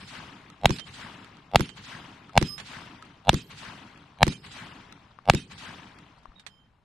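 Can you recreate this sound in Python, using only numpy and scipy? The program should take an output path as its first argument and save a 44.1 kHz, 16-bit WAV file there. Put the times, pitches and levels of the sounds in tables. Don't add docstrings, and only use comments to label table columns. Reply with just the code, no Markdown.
import sys
import numpy as np
from scipy import signal
from scipy.fft import rfft, irfft
from scipy.io import wavfile
from scipy.ndimage import uniform_filter1d

SR = 44100
rng = np.random.default_rng(int(sys.argv[2]) if len(sys.argv) > 2 else 0)


def log_audio(samples):
    frames = np.atleast_2d(samples).T
    limited = np.clip(frames, -1, 1)
    pcm = np.round(limited * 32767).astype(np.int16)
    wavfile.write(sys.argv[1], SR, pcm)


def gain_from_db(level_db):
    decades = np.asarray(level_db, float) / 20
    return 10 ** decades


N = 301644


def evened(x):
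    return x / np.sqrt(np.mean(x ** 2) + 1e-20)


def read(points, hz):
    f, value = np.transpose(points)
    return np.interp(np.log(hz + 1), np.log(f + 1), value)


def coloured(x, points):
    hz = np.fft.rfftfreq(x.shape[-1], 1 / SR)
    return irfft(rfft(x) * gain_from_db(read(points, hz)), x.shape[-1])


def panned(x, db):
    return x * gain_from_db([[db / 2], [-db / 2]])


def add(mix, s, sound):
    at = round(s * SR)
    part = mix[:, max(at, 0):][:, :max(sound.shape[1] + min(at, 0), 0)]
    part += sound[:, max(-at, 0):][:, :part.shape[1]]


# pitch_hz [Hz], level_db [dB]
AIR_TONE = [(25, -9), (65, -1), (150, -8), (320, -33.5), (1400, -29.5), (4000, -36.5), (7000, -45),
            (10000, -48), (13500, -57)]


def still_air():
    a, b = rng.standard_normal((2, N))
    level_db = -67
    return gain_from_db(level_db) * evened(coloured(np.array([a + 0.32 * b, a - .4 * b]), AIR_TONE))


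# start_s [s], level_db [dB]
SHOTS = [
    (-.204, 0),
    (.65689, 0),
    (1.55803, 0),
    (2.37671, 0),
    (3.29302, 0),
    (4.22979, 0),
    (5.29852, 0),
]
# pitch_hz [Hz], share [0 to 1]
REPEAT = [(300, 0.93), (1500, .85), (4000, 0.46)]


def scattered(curve, tone, same, side, loss, patchy_db, size, seconds):
    frames, hz = round(4 * seconds * SR / size), np.fft.rfftfreq(size, 1 / SR)
    t, mix = np.arange(frames) * size / 4 / SR, np.zeros((2, N))

    ground = rng.standard_normal((frames, len(hz), 5)).T
    patches = uniform_filter1d(ground[4], size=5, axis=0)
    patches = evened(uniform_filter1d(patches, size=5, axis=1))

    power = 0
    for at, db, rise, fall in curve:
        power = power + gain_from_db(db + np.minimum(rise * (t - at), fall * (at - t))) ** 2
    dulling = gain_from_db(read(loss, hz)[:, None] * np.maximum(t - curve[0][0], 0))
    shape = np.sqrt(power * (t > 0)) * dulling

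    like = np.clip(read(same, hz), -1, 1)[:, None]
    repeat = np.clip(read(REPEAT, hz), 0, 1)[:, None]
    balance = gain_from_db(np.outer([.5, -.5], read(side, hz)))
    colour = (gain_from_db(read(tone, hz)) * balance)[..., None] * gain_from_db(patchy_db * patches)

    def back(v):
        return signal.istft(v, nperseg=size, noverlap=size * 3 // 4)[1]

    unit = None
    for s, db in SHOTS:
        fresh = rng.standard_normal((frames, len(hz), 4)).T
        a, b, c, d = repeat * ground[:4] + np.sqrt(1 - repeat ** 2) * fresh
        left = a + 1j * b
        right = like * left + np.sqrt(1 - like ** 2) * (c + 1j * d)
        z = colour * np.array([left, right])
        if unit is None:
            unit = np.std(back(z))
        add(mix, s, gain_from_db(db) * back(z * shape) / unit)
    return mix


# after_shot_s [s], level_db [dB], rise [dB per s], fall [dB per s]
NEAR = [(.004, -35, 9001.5, 495.5), (.055, -44, 198, 185), (.1, -48, 119, 480), (.15, -61, 99.5, 52),
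        (.217, -48, 696, 218), (.288, -44.5, 541, 104)]
# pitch_hz [Hz], level_db [dB per Hz]
NEAR_TONE = [(240, -38.5), (400, -13.5), (1020, -7), (1820, -4), (2530, -6), (3840, -4.5), (6090, -13.5),
             (8700, -15.5), (12200, -34.5), (14000, -61)]
# pitch_hz [Hz], change [dB per s]
NEAR_THINNING = [(1100, -43), (2600, 0)]


def near_ground():
    same = [(500, 0.54), (6000, 0.13)]  # Hz, likeness of left and right
    side = [(400, -18.0), (1500, -0.5)]  # Hz, left-right dB
    return scattered(NEAR, NEAR_TONE, same, side, NEAR_THINNING, patchy_db=1.5, size=256, seconds=.6)


# after_shot_s [s], level_db [dB], rise [dB per s], fall [dB per s]
ROLL = [(.004, -31.5, 9000, 250), (.065, -38, 204, 260), (.13, -50, 297, 140), (.235, -48.5, 300, 270),
        (.42, -50, 25, 21)]
# pitch_hz [Hz], level_db [dB per Hz]
ROLL_TONE = [(12, -64), (20, -33), (38, -35.5), (53, -13), (102, 3.5), (182, 2.5), (217, -0.5), (431, -11),
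             (500, -18.5), (650, -44.5), (1100, -120)]


def low_roll():
    flat = [(100, 0.00087), (10000, 0.0063)]
    same = [(100, 1.0), (400, 1.0)]
    return scattered(ROLL, ROLL_TONE, same, flat, flat, patchy_db=3.5, size=1024, seconds=2.2)


# after_shot_s [s], level_db [dB], rise [dB per s], fall [dB per s]
TREES = [
    (.217, -44, 1010, 330),
    (.345, -40.5, 205, 40.8),
    (.6, -52.5, 60, 13),
]
# pitch_hz [Hz], level_db [dB per Hz]
TREE_TONE = [(210, -43), (350, -17), (415, -17), (448, -15), (601, -12.5), (723, -5.5), (1020, -3),
             (3080, -6.5), (9370, -25.5), (13200, -33.5), (14000, -79)]
# pitch_hz [Hz], change [dB per s]
AIR_LOSS = [(500, 3.5), (2000, -10.5), (5000, -11), (12000, -22.5)]
# pitch_hz [Hz], likeness [-1 to 1]
TREE_SAME = [(60, 1), (180, 1.0), (530, 0.63), (1560, 0.69), (4620, 0.4), (13700, -0.48)]
# pitch_hz [Hz], left_right_db [dB]
TREE_SIDE = [(60, 1), (150, -4), (370, -4), (910, 8.5), (2240, 6.5), (5530, 0), (13700, 3.5)]


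def tree_line():
    return scattered(TREES, TREE_TONE, TREE_SAME, TREE_SIDE, AIR_LOSS, patchy_db=2.8, size=256, seconds=2.2)


def ring(start, loudest, end, hz, db, side_db, glide=0):
    t = np.arange(start, end, 1 / SR)
    shape = np.sin(np.pi / 2 * np.interp(t, [start, loudest, end], [0, 1, 0])) ** 1.2
    waver = 1 + .3 * evened(uniform_filter1d(rng.standard_normal(len(t)), size=300))
    progress = (t - start) / (end - start)
    turns = np.cumsum(hz * (1 + glide * (progress + 0.21 * (waver - 1) / .3))) / SR
    return panned(gain_from_db(db) * np.sqrt(2) * shape * waver * np.sin(2 * np.pi * turns), side_db)


PARTS_HZ = (2290, 10960)


def loose_parts(s, count):
    rows = []
    low_hz, high_hz = PARTS_HZ
    for when, pitch, length, size in rng.random((count, 4)):
        start = s + 0.044 + 0.08 * when ** 1.2
        hz = low_hz * (high_hz / low_hz) ** pitch
        db = -52.5 - 12 * (when + pitch) + 6 * size
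        rows.append((start, start + .005, start + .012 + .06 * length ** 2, hz, db, -6))
    return rows


def part_rings(modes, rings):
    rows = []
    for s, length, share, db in rings:
        for hz, mode_db, side_db in modes:
            rows.append((s, s + share * length, s + length, hz, db + mode_db, side_db))
    return rows


# pitch_hz [Hz], level_db [dB], left_right_db [dB]
CARRIER = [(5090, -2.5, -10), (8940, -19, -3.5), (10479, -30, -5), (12861, -26, -15)]
# start_s [s], length_s [s], share until loudest [0 to 1], level_db [dB]
CARRIER_RINGS = [(.01, 0.084, 0.34, -61), (0.712, 0.071, .2, -47.5), (2.443, 0.15, 0.43, -39),
                 (2.781, 0.11, 0.32, -64), (4.275, 0.046, .15, -47.5), (4.352, 0.092, .5, -63.5),
                 (6.471, 0.21, .1, -73)]


def carrier():
    return part_rings(CARRIER, CARRIER_RINGS)


def click(db, hz, side_db, rattle_db, hollow, t60):
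    ms = np.arange(4000) * 1000 / SR
    knock = np.sin(2 * np.pi * hz * ms / 1000) * gain_from_db(-60 * ms / abs(hollow)) * np.minimum(ms / 0.24, 1)
    grit = evened(coloured(rng.standard_normal((2, len(ms))), NEAR_TONE))
    rattle = grit * gain_from_db(rattle_db - 60 * ms / abs(t60))
    return panned(gain_from_db(db - 5.5) * (knock + rattle), side_db)


# start_s [s], peak_db [dB], left_right_db [dB], rattle_db [dB re peak]
HULLS = [(0.5008, -38, -1, 2.5), (1.2454, -40.5, -4, 4), (1.3696, -43.5, -3, 0), (2.2942, -36, 3, -7),
         (3.025, -31.5, -2, -4), (3.9755, -45, -1, 4.5), (4.9247, -41, 3, 9), (5.9872, -43, 0, 3.5)]


def hulls():
    hollow_hz, hollow_ms, rattle_ms = 1280, 42, 12.7
    return [(s, db, hollow_hz, side_db, rattle_db, hollow_ms, rattle_ms)
            for s, db, side_db, rattle_db in HULLS]


# after_shot_ms [ms], level_db [dB], push_length_ms [ms]
FRONTS = [
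    (-.1, 3.5, .42),
    (.28, -3, .15),
    (1.3, 1.5, .2),
    (1.72, -3, .18),
    (2.45, -6, .25),
]
# pitch_hz [Hz], level_db [dB]
BLAST = [(60, -13), (300, -5.5), (520, 5.5), (760, 8), (1100, 5.5), (2400, 7), (4000, 9), (6500, -11.5),
         (10000, -17), (14000, -31.5)]


def muzzle_fronts(ms):
    fronts = 0
    for at, level_db, length in FRONTS:
        a, b, c = rng.standard_normal(3)
        u = np.maximum(ms - at - 0.033 * a, 0) / (length * (1 + 0.13 * b))
        fronts = fronts - gain_from_db(level_db + 1.4 * c) * (u > 0) * (1 - u) * np.exp(-u)
    return panned(coloured(fronts, BLAST), -0.54)


# after_shot_ms [ms], level_db [dB], rise_ms [ms], time to fall 60 dB [ms], left_right_db [dB]
CRACK = (-1.2, -12, 1.3, 11, -.7)
SLAPS = [
    (36.8, -27, 0.45, 16, -6.5),
    (47.87, -23, 2.1, 13, -8.5),
]
# pitch_hz [Hz], level_db [dB per Hz]
SLAP_TONE = [(530, -32), (900, 0), (2200, -5), (4140, -10), (5990, -9.5), (7190, -15), (12900, -23.5),
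             (14000, -43)]


def slap(ms, at, level_db, rise, t60, side_db):
    after = np.maximum(ms - at, 0)
    hiss = evened(coloured(rng.standard_normal((2, len(ms))), SLAP_TONE))
    if at < 0:
        hiss = hiss + .15 * hiss[::-1]
    fade_db = level_db - 60 * np.maximum(after - rise, 0) / t60
    return panned(hiss * np.minimum(after / rise, 1) ** 2 * gain_from_db(fade_db), side_db)


def swing(ms, db, hz):
    u = ms * hz / 1000
    return gain_from_db(db) * np.sin(2 * np.pi * u) * np.exp(-(u / 0.35) ** 2)


# after_shot_ms [ms], level_db [dB], pitch_hz [Hz, minus = rise first], left_right_db [dB]
REBOUND = [
    (5.3, -10, 125, 0),
    (11.5, -24, -52, 0),
]
# after_shot_ms [ms], left_right_db [dB]
SHEDS = [
    (40.7, -6),
    (46.6, -2),
]
BERM = [(54.8, -17, 125, 5), (57.5, -27, 52, 8), (58, -37, -45, -14)]
BANKS_MS = [60.5, 70.4, 75.2, 82, 86.5, 96.3, 103]


def slow_swings(ms):
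    sheds = []
    for at, side_db in SHEDS:
        sheds.append((at, -16, 275, side_db))
        sheds.append((at + 3.2, -16 - 10, 275, side_db))
    banks = [(at, -23.5 - 0.33 * (at - BANKS_MS[0]), 180, 0) for at in BANKS_MS]
    sounds = []
    for at, level_db, hz, side_db in REBOUND + sheds + BERM + banks:
        a, b = rng.standard_normal(2)
        sounds.append(panned(swing(ms - at - .08 * a, level_db + .7 * b, hz), side_db))
    return sounds


# blocks ahead [count], then level_db at 150, 750 and 1600 Hz [dB]
LEAKS = [(1, -7, -8.5, -28), (2, -20, -19.5, -35.5), (3, -30.5, -35, -54), (4, -55, -41.5, -45.5)]


def early_leaks(direct):
    block_ms, leaks = 10.7, 0
    for blocks, low_db, mid_db, high_db in LEAKS:
        tone = [(150, low_db), (450, mid_db - 4.5), (750, mid_db),
                (1050, mid_db - 6.5), (1600, high_db), (9000, high_db + 5)]
        early = np.roll(coloured(direct, tone), -round(blocks * block_ms * SR / 1000), 1)
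        leaks = leaks + (-1) ** blocks * early
    return leaks


def shot(db):
    ms = np.arange(8192) * 1000 / SR - 50
    fronts = muzzle_fronts(ms)
    crack = slap(ms, *CRACK)
    slaps = sum(slap(ms, *row) for row in SLAPS)
    swings = slow_swings(ms)
    direct = fronts + crack + swings[0]
    build_up = gain_from_db(-22.0) * np.sin(2 * np.pi * .52 * ms) * np.exp(-((ms + 4) / 5.3) ** 2)
    disagreement = build_up * np.array([[1], [-1]])
    return gain_from_db(db) * (fronts + crack + slaps + sum(swings) + disagreement + early_leaks(direct))


# start_s [s], length_s [s], pitch_hz [Hz], level_db [dB]
CHIMES = [(0.722, 0.053, 8615, -63), (0.733, .06, 11700, -71), (2.481, 0.094, 1191, -57.5),
          (3.41, .12, 11719, -70), (5.34, 0.067, 3790, -49), (5.378, 0.054, 2690, -64)]


def chimes():
    return [(s, s + 0.33 * length, s + length, hz, db, -10) for s, length, hz, db in CHIMES]


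# start_s [s], peak_db [dB], pitch_hz [Hz], left_right_db [dB]
BOLT = [(0.7621, -30.5, 3770, -1), (0.7855, -27.5, 4400, -8), (0.7951, -27.5, 3150, -13),
        (1.656, -33, 2870, 3), (1.6915, -37.5, 3160, -22), (2.5799, -29.5, 2470, -14),
        (2.5994, -28.5, 1830, -12), (3.0505, -44, 2470, 2.0), (4.0194, -56, 1820, 0),
        (4.3225, -29.5, 3800, -12), (4.4644, -38, 3640, -6), (6.1844, -53, 1590, 5),
        (6.2314, -53.5, 1700, -8), (6.3963, -38, 3700, -1), (6.4646, -29, 2320, -11.5)]


def bolt():
    rattle_db, hollow_ms, rattle_ms = -5, 10.4, 71
    return [(*row, rattle_db, hollow_ms, rattle_ms) for row in BOLT]


# pitch_hz [Hz], level_db [dB], left_right_db [dB]
HANDLE = [(3120, -2.5, -15.5), (6860, -22, -13)]
# start_s [s], length_s [s], share until loudest [0 to 1], level_db [dB]
HANDLE_RINGS = [(.798, 0.071, 0.19, -47.5), (1.685, 0.078, .27, -57.5), (2.43, 0.18, .2, -60),
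                (3.339, 0.13, 0.24, -58), (4.286, 0.092, 0.87, -52.5), (5.374, 0.093, 0.16, -55),
                (6.467, 0.24, 0.098, -66.5)]


def handle():
    return part_rings(HANDLE, HANDLE_RINGS)


# start_s [s], peak_db [dB], pitch_hz [Hz], left_right_db [dB]
HANDLING = [
    (5.188, -29.5, 1160, 13),
    (6.256, -30, 1070, 16),
    (6.319, -41.5, 1250, 8.5),
]


def mount_taps():
    rattle_db, hollow_ms, rattle_ms = -28, 13.3, 19
    return [(*row, rattle_db, hollow_ms, rattle_ms) for row in HANDLING]


# start_s [s], level_db [dB], pitch_hz [Hz]
STEP = (6.295, -43, 33)


def ground_step():
    return panned(swing(np.arange(4410) * 1000 / SR - 50, *STEP[1:]), 3.6)


# start_s, loudest_s, end_s [s], pitch_hz [Hz], level_db [dB], left_right_db [dB], glide [share of pitch]
SQUEAK = [
    (6.352, 6.368, 6.435, 3820, -61, -14.5, -0.044),
    (6.39, 6.406, 6.45, 7550, -86, -7, -0.018),
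]


def swivel_squeak():
    return list(SQUEAK)


def scene():
    mix = still_air() + near_ground() + low_roll() + tree_line()
    for s, db in SHOTS:
        add(mix, s - .05, shot(db))
    parts = [row for s, _ in SHOTS for row in loose_parts(s, count=80)]
    for row in parts + carrier() + chimes() + handle() + swivel_squeak():
        add(mix, row[0], ring(*row))
    for s, *row in hulls() + bolt() + mount_taps():
        add(mix, s, click(*row))
    add(mix, STEP[0] - .05, ground_step())
    return mix


def starved(x):
    hz, t, z = signal.stft(x, SR, nperseg=512, noverlap=384)
    since = t - np.array([s for s, _ in SHOTS])[:, None]
    busy = np.exp(-np.where(since > -.03, np.maximum(since, 0), 9).min(0) / .22)
    frame, treble = np.arange(len(t)), np.clip((hz[:, None] - 2600) / 3200, 0, 1)
    wide = rng.random((30, len(t)))[(hz // 1100).astype(int)][:, (frame + 3) // 7]
    thin = rng.random((90, len(t)))[(hz // 345).astype(int)][:, frame // 16]
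    dropped = (wide < .5 * busy * treble) | (thin < .1 * np.sqrt(treble))
    loud = uniform_filter1d(abs(z[0]) + abs(z[1]), size=3, axis=1) > gain_from_db(-58)
    keep = np.where(dropped & ~loud, gain_from_db(-16), 1)
    return signal.istft(z * keep, SR, nperseg=512, noverlap=384)[1][:, :N]


def top_cut(x):
    return signal.sosfilt(signal.butter(12, 14270, fs=SR, output="sos"), x)


def record(dry):
    clipped = np.clip(dry, -1, 1)
    edge = signal.firwin(255, 13300, window=("kaiser", 5), fs=SR)
    limited = signal.oaconvolve(starved(clipped), edge[None], "same")
    return top_cut(np.clip(limited, -1, 1))


dry = scene()
out = record(dry)
log_audio(out)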